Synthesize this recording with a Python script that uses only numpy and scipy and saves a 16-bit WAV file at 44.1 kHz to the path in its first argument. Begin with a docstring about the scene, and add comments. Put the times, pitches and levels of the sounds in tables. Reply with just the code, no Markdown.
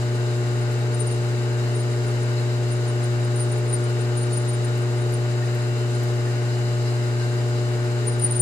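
"""A metal lathe turns slowly in a workshop while a fluted reamer cuts into the end of a steel part, close by.
Throughout, the motor hums, gear teeth whine and knock, bearings and belt rumble, and the edges scrape and ring.
Five times a spindle turn an edge catches faintly; stronger high squeaks come and go, thickest at 3 to 5 s.
Chips tick now and then; soft scuffs pass near 2.9, 6.3 and 6.9 s, and two small chirps slide up near 5.5 s.
Strong squeaks are then rare until a loud burst of them from 8.1 s to the end."""
import sys
import numpy as np
from scipy import signal
from scipy.fft import rfft, irfft
from scipy.io import wavfile

SR = 44100
rng = np.random.default_rng(int(sys.argv[2]) if len(sys.argv) > 2 else 0)


def put_to_file(sound):
    """Save the sound as 16-bit audio at rate SR, in the file named by the first command-line argument."""
    columns = np.atleast_2d(sound).T  # one column per channel
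    safe = np.clip(columns, -1, 1)
    whole_steps = np.round(safe * 32767)
    wavfile.write(sys.argv[1], SR, whole_steps.astype(np.int16))


N = 370881
TIME = np.arange(N) / SR
FREQ = np.maximum(np.arange(N // 2 + 1) * SR / N, 1)

MAGNET_HZ = 119.93  # magnetic pull of the motor, twice the mains rate
# repeat rates of the motor shaft, the pulley, the belt and the rubbing
SHAFT_HZ, PULLEY_HZ, BELT_HZ, RUB_HZ = 29.3, 6.21, 5.75, 7.05
SPINDLE_HZ = PULLEY_HZ / 5
# moments when the gears run tightest, the belt tugs hardest and an edge first catches
TIGHT_S, TUG_S, CATCH_S = 0.69, 0.085, .149


def undb(db):
    """Decibels to gain."""
    return 10 ** (np.asarray(db) / 20)


def unit(x):
    """Scale to rms 1."""
    return x / np.sqrt(np.mean(x ** 2))


def pan(db):
    """Left and right gains of equal total power for a level difference."""
    gains = undb(np.array([db, -db]) / 2).reshape(2, -1)
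    return gains / np.sqrt(np.mean(gains ** 2, axis=0))


def walk(rate):
    """Smooth chance with spread 1 that changes about rate times a second."""
    size = 4096 if rate < 60 else N  # slow curves need few points
    smoothing = np.exp(-(FREQ[:size // 2 + 1] / rate) ** 2)
    steps = unit(irfft(rfft(rng.standard_normal(size)) * smoothing, size))
    return np.interp(TIME, np.linspace(0, TIME[-1], size), steps)


def follow(table):
    """Join rows of time and value into a curve at every sample."""
    return np.interp(TIME, *np.transpose(table))


def cycle(hz, peak_s):
    """A steady rise and fall between -1 and 1, with a top at the given time."""
    return np.cos(2 * np.pi * hz * (TIME - peak_s))


def over_freq(table):
    """Join the columns of a table into curves on a log-frequency axis."""
    hz, *columns = np.transpose(table)
    return [np.interp(np.log(FREQ), np.log(hz), column) for column in columns]


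def colour(x, db, pan_db):
    """Give white sound of rms 1 a spectrum in dB per Hz and a left-right balance."""
    return irfft(rfft(x) * undb(db) * pan(pan_db) * np.sqrt(SR / 2), N)


def resonance(hz, width_hz, db):
    """How one springy part answers a push at each frequency."""
    return undb(db) / (1 + 1j * (FREQ ** 2 - hz ** 2) / (FREQ * width_hz))


def modes(spacing_hz):
    """The crowded resonances of a casting: a random ripple of spread 1 over frequency, for each side."""
    knots = np.arange(0, SR / 2, spacing_hz)
    return np.array([np.interp(FREQ, knots, unit(rng.standard_normal(len(knots)))) for _ in range(2)])


def turning(hz):
    """Roughness of a turning surface: two noises that come round again with every turn."""
    turn = rng.standard_normal((2, int(SR / hz)))
    return turn[:, np.arange(N) % turn.shape[1]]


def swell_band(x, centre_hz, reach_hz, db):
    """Let one band of a sound follow a level curve."""
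    band = irfft(rfft(x) * np.exp(-((FREQ - centre_hz) / reach_hz) ** 4), N)
    return x + band * (undb(db) - 1)


def room(x, t60_s, wet_db):
    """Add the dense echoes of the lathe bed and the workshop, unrelated left and right."""
    t = TIME[:SR // 2]
    tail = rng.standard_normal((2, len(t))) * np.exp(-np.log(1000) * t / t60_s)
    tail /= np.sqrt(np.sum(tail ** 2, axis=1, keepdims=True))
    return x + undb(wet_db) * signal.fftconvolve(x, tail, axes=1)[:, :N]


# overtones of the hum: multiple of the magnetic pull [-], relative level/dB, left minus right [dB],
# left leads by [rad]
HUM_OVERTONES = [(1, 4, 1.5, .27), (2, -16, -6.2, -.79), (3, -7, 3, .11), (4, -20, -2.7, .73),
                 (5, -13.6, 5.7, .43), (6, -23.3, -2.4, 1.22), (7, -25.2, -3.4, .61), (8, -32, -7.3, 2),
                 (9, -26.5, 8.6, 1.89), (10, -33, 1, 0), (11, -35.5, 8.5, -.94), (12, -36, 2, 2.7)]
# load on the motor: t/s, hum level/dB before the overall trim
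MOTOR_LOAD = [(0.1, -23), (2.93, -23), (3.11, -22.5), (4.9, -23), (8.09, -23), (8.3, -23)]


def motor(level_db=-3.5, waver_db=0.9, drift_rad=0.07, spread_rad=1.1):
    """The magnetic pull shakes the motor at twice the mains rate, with overtones that waver in level."""
    phase = 2 * np.pi * MAGNET_HZ * TIME + drift_rad * walk(1.0)
    out = 0
    for order, db, pan_db, lead in HUM_OVERTONES:
        # the fundamental wavers least
        sway = undb(waver_db * (1 - 1.25 / order) * walk(1.3))
        # the casing passes each high overtone on with its own delay
        late = spread_rad * max(order - 3, 0) ** 2
        ears = order * phase - late + np.array([[lead], [-lead]]) / 2
        out = out + np.sqrt(2) * undb(db) * pan(pan_db) * sway * np.sin(ears)
    return out * undb(follow(MOTOR_LOAD) + level_db)


# rolling noise of bearings and belt: f/Hz, level/dB [dB per Hz] before the resonance ripple
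ROLLING_SPECTRUM = [(25, -86.5), (105, -74.5), (190, -67), (280, -67), (400, -69), (520, -70), (720, -70.5),
                    (1100, -73.5), (1500, -73.5), (1950, -76.5), (2400, -79.5), (2900, -80), (3300, -85),
                    (8000, -107)]
# its place between the ears: f/Hz, left minus right [dB], likeness of left and right [-1 to 1]
ROLLING_PLACE = [(25, -9, 0.39), (147, -10, 0.62), (260, 2.5, 0.92), (334, 19, 0.99), (494, -7, 0.58),
                 (830, 5.5, 0.49), (1040, -1, 0.11), (1470, 3.5, -0.72), (2270, 3.5, 0.99),
                 (3000, 8, -0.34)]


def drive(throb, level_db=0.03, buzz=0.029, flicker_db=0.77):
    """Bearings and belt roll on, largely repeating with each turn and buzzing with the motor's pull."""
    (db,), (pan_db, likeness) = over_freq(ROLLING_SPECTRUM), over_freq(ROLLING_PLACE)
    likeness = np.clip(likeness, -1, 1)
    rolling = rng.standard_normal((2, N)) + .42 * turning(SHAFT_HZ) + .7 * turning(PULLEY_HZ)
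    ringing_db = 1.3 * modes(spacing_hz=22) * np.minimum(FREQ / 1200, 1)
    # mix a shared and an opposed part to set how alike the two sides are
    mid, side = rfft(unit(rolling))
    mid = mid * np.sqrt((1 + likeness) / 2)
    side = side * np.sqrt((1 - likeness) / 2)
    both_sides = irfft(np.array([mid + side, mid - side]), N)
    hum_buzz = 1 + buzz * np.sin(2 * np.pi * MAGNET_HZ * TIME)
    load = throb * hum_buzz * undb(level_db + flicker_db * walk(40))
    return colour(both_sides * load, db + ringing_db, pan_db)


# headstock resonances that the teeth knock on: f/Hz, width [Hz], relative level/dB
HEADSTOCK_MODES = [(130.6, 9.5, 4), (258, 17, -10), (368, 8, 7.5), (430, 7.8, -3.5), (462, 13.7, -3.5),
                   (610, 69, -16), (873, 94, -21.5)]


def rattle(tooth_hz=68.6, timing=0.176, level_db=-45, surge_db=2.4, pan_db=2):
    """Teeth take up their slack in unevenly timed knocks that ring the headstock casting."""
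    count = 700
    at = ((np.arange(count) + timing * rng.standard_normal(count)) * SR / tooth_hz).astype(int)
    inside = (at >= 0) & (at < N)
    knocks = np.bincount(at[inside], minlength=N).astype(float)
    # neighbouring resonances push in opposite directions
    body = sum(resonance(*mode) * (-1) ** k for k, mode in enumerate(HEADSTOCK_MODES))
    return unit(irfft(rfft(knocks) * body, N)) * undb(level_db + surge_db * walk(6.3)) * pan(pan_db)


# shaft, gear and bearing tones: f/Hz, level/dB before swells, left minus right [dB]
GEAR_TONES = [(58.5, -53.0, 0), (142.7, -56.5, 0), (175.0, -54.5, 1), (197.8, -58.0, 1), (258.4, -55.0, 2),
              (281.3, -57.5, 5), (293.4, -50.5, 1), (310.9, -62.0, 10), (329.7, -53.0, 8),
              (341.8, -59.0, -1), (410.5, -48.5, 0), (425.3, -52.0, -1), (432.0, -48.0, -3),
              (456.2, -47.5, 0), (465.7, -51.5, -2), (538.3, -57.5, -7), (551.8, -63.0, -2),
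              (567.9, -60.5, -1), (616.4, -57.0, -2), (643.3, -59.5, -5), (685.0, -57.5, 3),
              (698.5, -64.0, 7), (734.8, -60.0, -2), (757.7, -65.0, 11), (775.2, -59.5, 4),
              (807.5, -60.5, 0), (815.6, -63.5, 6), (827.7, -60.0, 5), (878.8, -57.0, 10),
              (895.0, -61.5, 11), (919.2, -61.0, 1), (1005.3, -62.5, 2), (1013.4, -65.5, 2),
              (1103.6, -63.5, 0), (1133.2, -64.5, 6), (1191.1, -63.0, -1), (1223.4, -54.0, 0),
              (1253.0, -62.5, 6), (1265.1, -65.5, 13), (1282.6, -61.0, 2), (1310.8, -58.5, 12),
              (1343.1, -62.0, 7), (1378.1, -57.5, -2), (1401.0, -62.5, 2), (1432.0, -50.0, 5),
              (1461.6, -62.5, -5), (1471.0, -53.5, 9), (1479.1, -64.0, 7), (1522.1, -64.0, 15),
              (1551.7, -56.0, 5), (1562.5, -51.0, 12), (1569.2, -63.5, 14), (1581.3, -61.0, 7),
              (1639.2, -64.5, 3), (1654.0, -61.5, 4), (1671.5, -62.5, -3), (1679.6, -66.5, 11),
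              (1699.8, -65.0, 4), (1710.5, -65.5, 13), (1730.7, -65.5, 2), (1746.9, -62.0, 10),
              (1759.0, -58.5, 9), (1791.3, -66.0, 2), (1819.6, -63.0, -2), (1838.4, -66.5, 1),
              (1849.2, -62.5, 7), (1878.8, -58.5, -6), (1892.2, -61.5, 7), (1908.4, -62.0, 4),
              (1919.1, -63.0, 9), (1938.0, -62.5, 6), (2038.9, -63.5, 1), (2053.7, -62.5, 12),
              (2082.0, -64.0, 10), (2158.7, -64.5, 4), (2185.6, -62.0, 9), (2212.5, -61.0, 15),
              (2242.1, -65.0, 6), (2269.1, -63.0, 9), (2279.8, -59.5, 8), (2402.3, -64.0, 3),
              (2623.0, -62.0, 4), (2637.8, -58.5, 10), (2742.8, -54.5, 22), (2773.7, -67.5, 15),
              (2833.0, -69.0, 8), (2862.6, -63.5, 6), (2882.8, -68.5, 1), (2912.4, -58.0, 15),
              (2936.6, -68.5, 5), (2982.3, -56.5, 14), (3013.3, -68.5, 3), (3042.9, -69.0, 12),
              (3808.7, -58.0, 11), (3815.4, -65.5, 9), (3982.3, -66.0, 9), (4095.3, -66.5, 4),
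              (4102.1, -62.0, 13), (4108.8, -65.5, 9), (4388.7, -65.0, 8), (4395.5, -62.0, 8),
              (4402.2, -66.0, 6), (4688.9, -65.0, 4)]


def gears(slip=0.00013, swell_db=1.0, swell_hz=1.4, flutter=0.23, flutter_hz=8, diffuse_hz=600):
    """Meshing teeth sing at the shaft's speed; tones swell and flutter as the load shifts between teeth."""
    turned = TIME + np.cumsum(slip * walk(3.6)) / SR
    out = np.zeros((2, N))
    for hz, db, pan_db in GEAR_TONES:
        # short waves reach the two sides out of step
        lead = min(hz / diffuse_hz, 2.0) * rng.uniform(.7, 1.3)
        cycles = hz * turned + rng.uniform()
        ears = np.float32(2 * np.pi * (cycles - np.floor(cycles))) + np.float32([[lead], [-lead]]) / 2
        # fine teeth feel the shifting load most
        unrest = min(hz / 1000, 1)
        swell = undb(db + swell_db * unrest * walk(swell_hz))
        fluttering = 1 + flutter * np.sqrt(unrest) * walk(flutter_hz)
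        out += pan(pan_db) * np.sqrt(2) * swell * fluttering * np.sin(ears)
    return out


# swells of the chief gear whine, about one a spindle turn: t/s, rise above its slack level/dB
WHINE_SWELLS = [(.27, 5), (.85, 1), (1.5, 4), (2.37, 5), (3.28, 2), (3.95, -2), (4.75, 2), (5.55, 2),
                (6.42, 1), (7.22, 7), (7.9, 3)]
# low growl of the headstock: t/s, level/dB relative to its usual level
GROWL = [(0.0, -3), (.15, 1.5), (.55, 0), (1.1, 5.5), (1.3, -0.5), (1.78, 4), (2.6, 0), (2.92, 1.5),
         (3.2, -5), (3.62, 5.5), (3.85, 3), (4.3, 0.5), (4.7, 1), (5.1, 1.5), (5.45, -1.5), (5.8, 1.5),
         (6.7, -0.5), (7.8, 1), (8.08, 4), (8.4, -8)]


def headstock(throb, tight_db=0.5, slack_db=-2.0, swell_s=0.089):
    """The gear train: its middle swells each spindle turn, its growl surges, its chief whine comes and goes."""
    out = gears() + drive(throb) + rattle()
    whine_db = slack_db + sum(db * np.exp(-((TIME - s) / swell_s) ** 2 / 2) for s, db in WHINE_SWELLS)
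    out = swell_band(out, 1900, 1000, tight_db * cycle(SPINDLE_HZ, TIGHT_S))
    out = swell_band(out, 442, 48, follow(GROWL))
    return swell_band(out, 1557, 40, whine_db)


# brief soft scuffs: t/s, f/Hz, level/dB at the peak of the swell
SOFT_SCUFFS = [(2.905, 1050, -43), (6.270, 1750, -47), (6.925, 830, -40)]


def scuffs(length_s=.012, width_hz=90):
    """Short rubs, each swelling and fading in one resonance."""
    out = 0
    for s, hz, db in SOFT_SCUFFS:
        rub = irfft(rfft(rng.standard_normal((2, N))) / (1 + ((FREQ - hz) / width_hz) ** 2), N)
        out = out + undb(db) * unit(rub) * np.exp(-((TIME - s) / length_s) ** 2 / 2)
    return out


# brief rising chirps: t/s, level/dB before echoes, half-length [s], first f/Hz, top f/Hz
RISING_CHIRPS = [(5.431, -40, .013, 1350, 1850), (5.493, -48, .007, 1500, 1790)]


def chirps(pan_db=3, glide_s=.005):
    """A short squeak slides up towards its top pitch as it swells and fades."""
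    out = 0
    for s, db, length, first_hz, top_hz in RISING_CHIRPS:
        age = np.maximum(TIME - s + length, 0)
        pitch = top_hz + (first_hz - top_hz) * np.exp(-(age / glide_s) ** 2)
        swell = np.exp(-((TIME - s) / length) ** 4)
        out = out + np.sqrt(2) * undb(db) * swell * np.sin(2 * np.pi * np.cumsum(pitch) / SR)
    return room(out * pan(pan_db), t60_s=.33, wet_db=-11)


# chips that snap: t/s, relative level/dB
CHIP_SNAPS = [(.7195, -32), (.9975, -38), (3.053, -42), (3.36, -42), (3.39, -39), (3.524, -39),
              (3.582, -39), (3.741, -38), (4.335, -40), (4.777, -32), (5.1235, -32), (5.549, -33),
              (5.559, -41), (6.0338, -29), (8.076, -39), (8.314, -35)]


def chips(crumb_rate_hz=9, crumb_db=-51, scatter_db=3, level_db=1.8):
    """Each chip breaks with a tiny bright tick; finer crumbs break at random between them."""
    out = np.zeros((2, N))
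    t = TIME[:SR // 50]
    chance = rng.standard_normal((300, 3))
    # two squared draws make a random wait between crumbs
    waits = (chance[:, 0] ** 2 + chance[:, 1] ** 2) / 2
    crumbs = list(zip(np.cumsum(waits) / crumb_rate_hz, crumb_db + scatter_db * chance[:, 2]))
    for s, db in list(CHIP_SNAPS) + crumbs:
        start = int(s * SR)
        tick = undb(db + level_db) * np.exp(-t / .0007) * rng.standard_normal((2, len(t)))
        if start + len(t) < N:
            out[:, start:start + len(t)] += tick
    bright = signal.butter(2, 7500, "high", fs=SR, output="sos")
    return room(signal.sosfilt(bright, out), t60_s=.12, wet_db=-3)


# ringing of the tool and the part: f/Hz, width [Hz], relative level/dB
TOOL_RESONANCES = [(2085, 50, 2), (2865, 45, 0), (4038, 22, 4.5), (4103, 14, 5), (4395, 22, -3),
                   (4550, 60, -5), (4690, 25, -2), (4915, 32, -1.5), (4975, 28, 2.5), (5280, 35, -7)]
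# how strongly they ring: t/s, level/dB before the overall trim
RING_LEVEL = [(0, -49), (1.5, -48.5), (2.4, -47), (3.2, -50.5), (4.4, -52), (6.8, -45.5), (8.4, -50.5)]


def ringing(tug_db=2.5, flicker_db=1.9, level_db=-1, pan_db=5):
    """Rubbing rings the tool and the part; it largely repeats, and rises and falls with the belt's tug."""
    body = sum(resonance(*mode) for mode in TOOL_RESONANCES)
    rub = rng.standard_normal((2, N)) + 1.3 * turning(RUB_HZ)
    rub = rub * undb(tug_db * cycle(BELT_HZ, TUG_S) + flicker_db * walk(26))
    return unit(irfft(rfft(rub) * body, N)) * undb(follow(RING_LEVEL) + level_db) * pan(pan_db)


# scraping of the cutting edges: f/Hz, level/dB [dB per Hz] before the resonance ripple, left minus right [dB]
SCRAPE_SPECTRUM = [(2000, -100, 3), (3410, -84, -0.5), (3860, -78.5, 5), (4240, -80.5, -3),
                   (4600, -83, 3.5), (4910, -77.5, 1.5), (5300, -84, 0), (6300, -82.5, -1), (7350, -79, -9),
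                   (8180, -84.5, -4), (9400, -89, 1.5), (10300, -90, -2), (11450, -100, 2),
                   (12100, -95, 3.5), (14400, -101, 1.5)]


def scrape(throb, grain_db=0.9, grain_hz=1500, flicker_db=0.5):
    """The edges shear the steel in countless tiny slips, heard as grainy noise."""
    db, pan_db = over_freq(SCRAPE_SPECTRUM)
    ringing_db = 1.3 * modes(spacing_hz=45)
    surface = rng.standard_normal((2, N)) + .5 * turning(RUB_HZ)
    slips = surface * undb(grain_db * walk(grain_hz) + flicker_db * walk(25))
    return colour(unit(slips * throb), db + ringing_db, pan_db)


def catches(level_db=-59, length_s=.014, spread_db=3, pitch_hz=9180):
    """An edge also catches faintly with every turn of the pulley: rows as in STRONG_SQUEAKS."""
    sides = rng.standard_normal(int(N / SR * PULLEY_HZ))
    return [(CATCH_S + turn / PULLEY_HZ, level_db, length_s, spread_db * side, pitch_hz)
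            for turn, side in enumerate(sides)]


# squeaks of the catching edges: t/s, level/dB before trim and echoes, length scale [s],
# left minus right [dB], middle f/Hz
STRONG_SQUEAKS = [(.157, -52, 0.016, 0, 9180), (.625, -49.5, .016, 0, 9120), (0.948, -40.5, .011, 4, 9060),
                  (1.007, -27, 0.017, 10, 9000), (1.075, -35, .012, -1, 9110), (1.12, -39, 0.022, 8, 9110),
                  (1.152, -50, .014, 3, 9100), (1.761, -41, .022, 2, 9140), (1.805, -41, 0.022, 1, 9090),
                  (1.92, -55, .04, 0, 9170), (2.081, -42.5, 0.018, -10, 9190), (2.233, -45, .01, -3, 9150),
                  (2.724, -37, 0.018, -7, 9190), (2.771, -51, .016, 0, 9120),
                  (2.885, -44, 0.026, -10, 9200), (3.041, -36.5, .012, 2, 9100), (3.25, -46, .017, 6, 9070),
                  (3.365, -35, 0.014, 1, 9120), (3.412, -30.5, 0.032, -1, 9080),
                  (3.495, -44, 0.012, -10, 9170), (3.524, -35, 0.013, 2, 9150), (3.580, -43, .012, 3, 9120),
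                  (3.698, -38, 0.024, -4, 9120), (3.74, -26, 0.018, 3, 9070), (3.808, -50, .018, -6, 9070),
                  (3.844, -39.5, .014, 2, 9120), (3.892, -50, .013, 0, 9090), (4.014, -41, .014, 1, 9070),
                  (4.178, -33.5, 0.018, 0, 9130), (4.222, -34, 0.026, 2, 9090), (4.27, -51, .014, 0, 9120),
                  (4.304, -46, .01, -12, 9140), (4.336, -33, 0.019, 3, 9170), (4.377, -29, 0.013, 9, 9100),
                  (4.418, -48, .016, -2, 9120), (4.494, -33.5, 0.017, 1, 9160),
                  (4.541, -35, 0.014, 0, 9110), (4.652, -37, .012, 1, 9100), (4.82, -48, .012, 0, 9200),
                  (4.982, -49, .014, 0, 9200), (5.02, -46, .02, 2, 9190), (5.143, -35.5, .015, -4, 9260),
                  (5.462, -51, .014, 0, 9230), (5.952, -44, .018, 6, 9300), (6.113, -56, .012, 0, 9330),
                  (8.081, -25, 0.016, 5, 9170), (8.13, -43.5, .028, 0, 9170), (8.2, -33, 0.0087, 6, 9050),
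                  (8.227, -22, 0.013, 8, 9110), (8.245, -17.5, 0.014, 3, 9110), (8.266, -28, .009, 4, 9060),
                  (8.279, -37, 0.0079, 4, 9080), (8.314, -25.5, 0.012, 0, 9080),
                  (8.325, -26, .011, -3, 9170), (8.364, -24, 0.016, 4, 9130),
                  (8.405, -15.5, 0.012, 9, 9030)]


def squeaks(level_db=-0.3, wobble_hz=24, wobble_rate_hz=50, rough_db=2.5, rough_hz=130,
            sag_hz=35, arch_hz=70, rise=0.35, fall=0.48, bite=1.6):
    """An edge sticks and slips, driving one high mode of the reamer; pitch lifts with force and sags in time."""
    out = np.zeros((2, N))
    wobble, rough = wobble_hz * walk(wobble_rate_hz), undb(rough_db * walk(rough_hz))
    events = list(STRONG_SQUEAKS) + catches()
    # so short a wave reaches the two sides a little differently each time
    leads = rng.normal(-1, .4, len(events))
    for (s, db, length, pan_db, hz), lead in zip(events, leads):
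        span = slice(max(int((s - .1) * SR), 0), int((s + .1) * SR))
        # rise, fall and bite count in lengths of this squeak
        age = (TIME[span] - s) / length
        # the edge bites suddenly; the vibration grows and dies away
        grip = np.exp(-(np.minimum(age, 0) / bite) ** 6)
        swell = grip / np.cosh(age / np.where(age < 0, rise, fall))
        pitch = hz + wobble[span] - sag_hz * np.tanh(age) + arch_hz * (swell - .8)
        ears = 2 * np.pi * np.cumsum(pitch) / SR + np.array([[lead], [0]])
        size = np.sqrt(2) * undb(db + level_db) * swell * rough[span]
        out[:, span] += pan(pan_db) * size * np.sin(ears)
    return room(out, t60_s=.33, wet_db=-15)


def scene(throb_db=0.18):
    """The running machine and the cut together; drive and scrape throb a little with each pulley turn."""
    throb = undb(throb_db * cycle(PULLEY_HZ, CATCH_S))
    machine = motor() + headstock(throb) + scuffs() + chirps()
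    cut = chips() + ringing() + scrape(throb) + squeaks()
    return machine + cut


def record(dry, top_hz=14550):
    """Cut the highest treble away steeply."""
    return signal.sosfilt(signal.ellip(10, .1, 80, top_hz, fs=SR, output="sos"), dry)


dry = scene()
out = record(dry)
put_to_file(out)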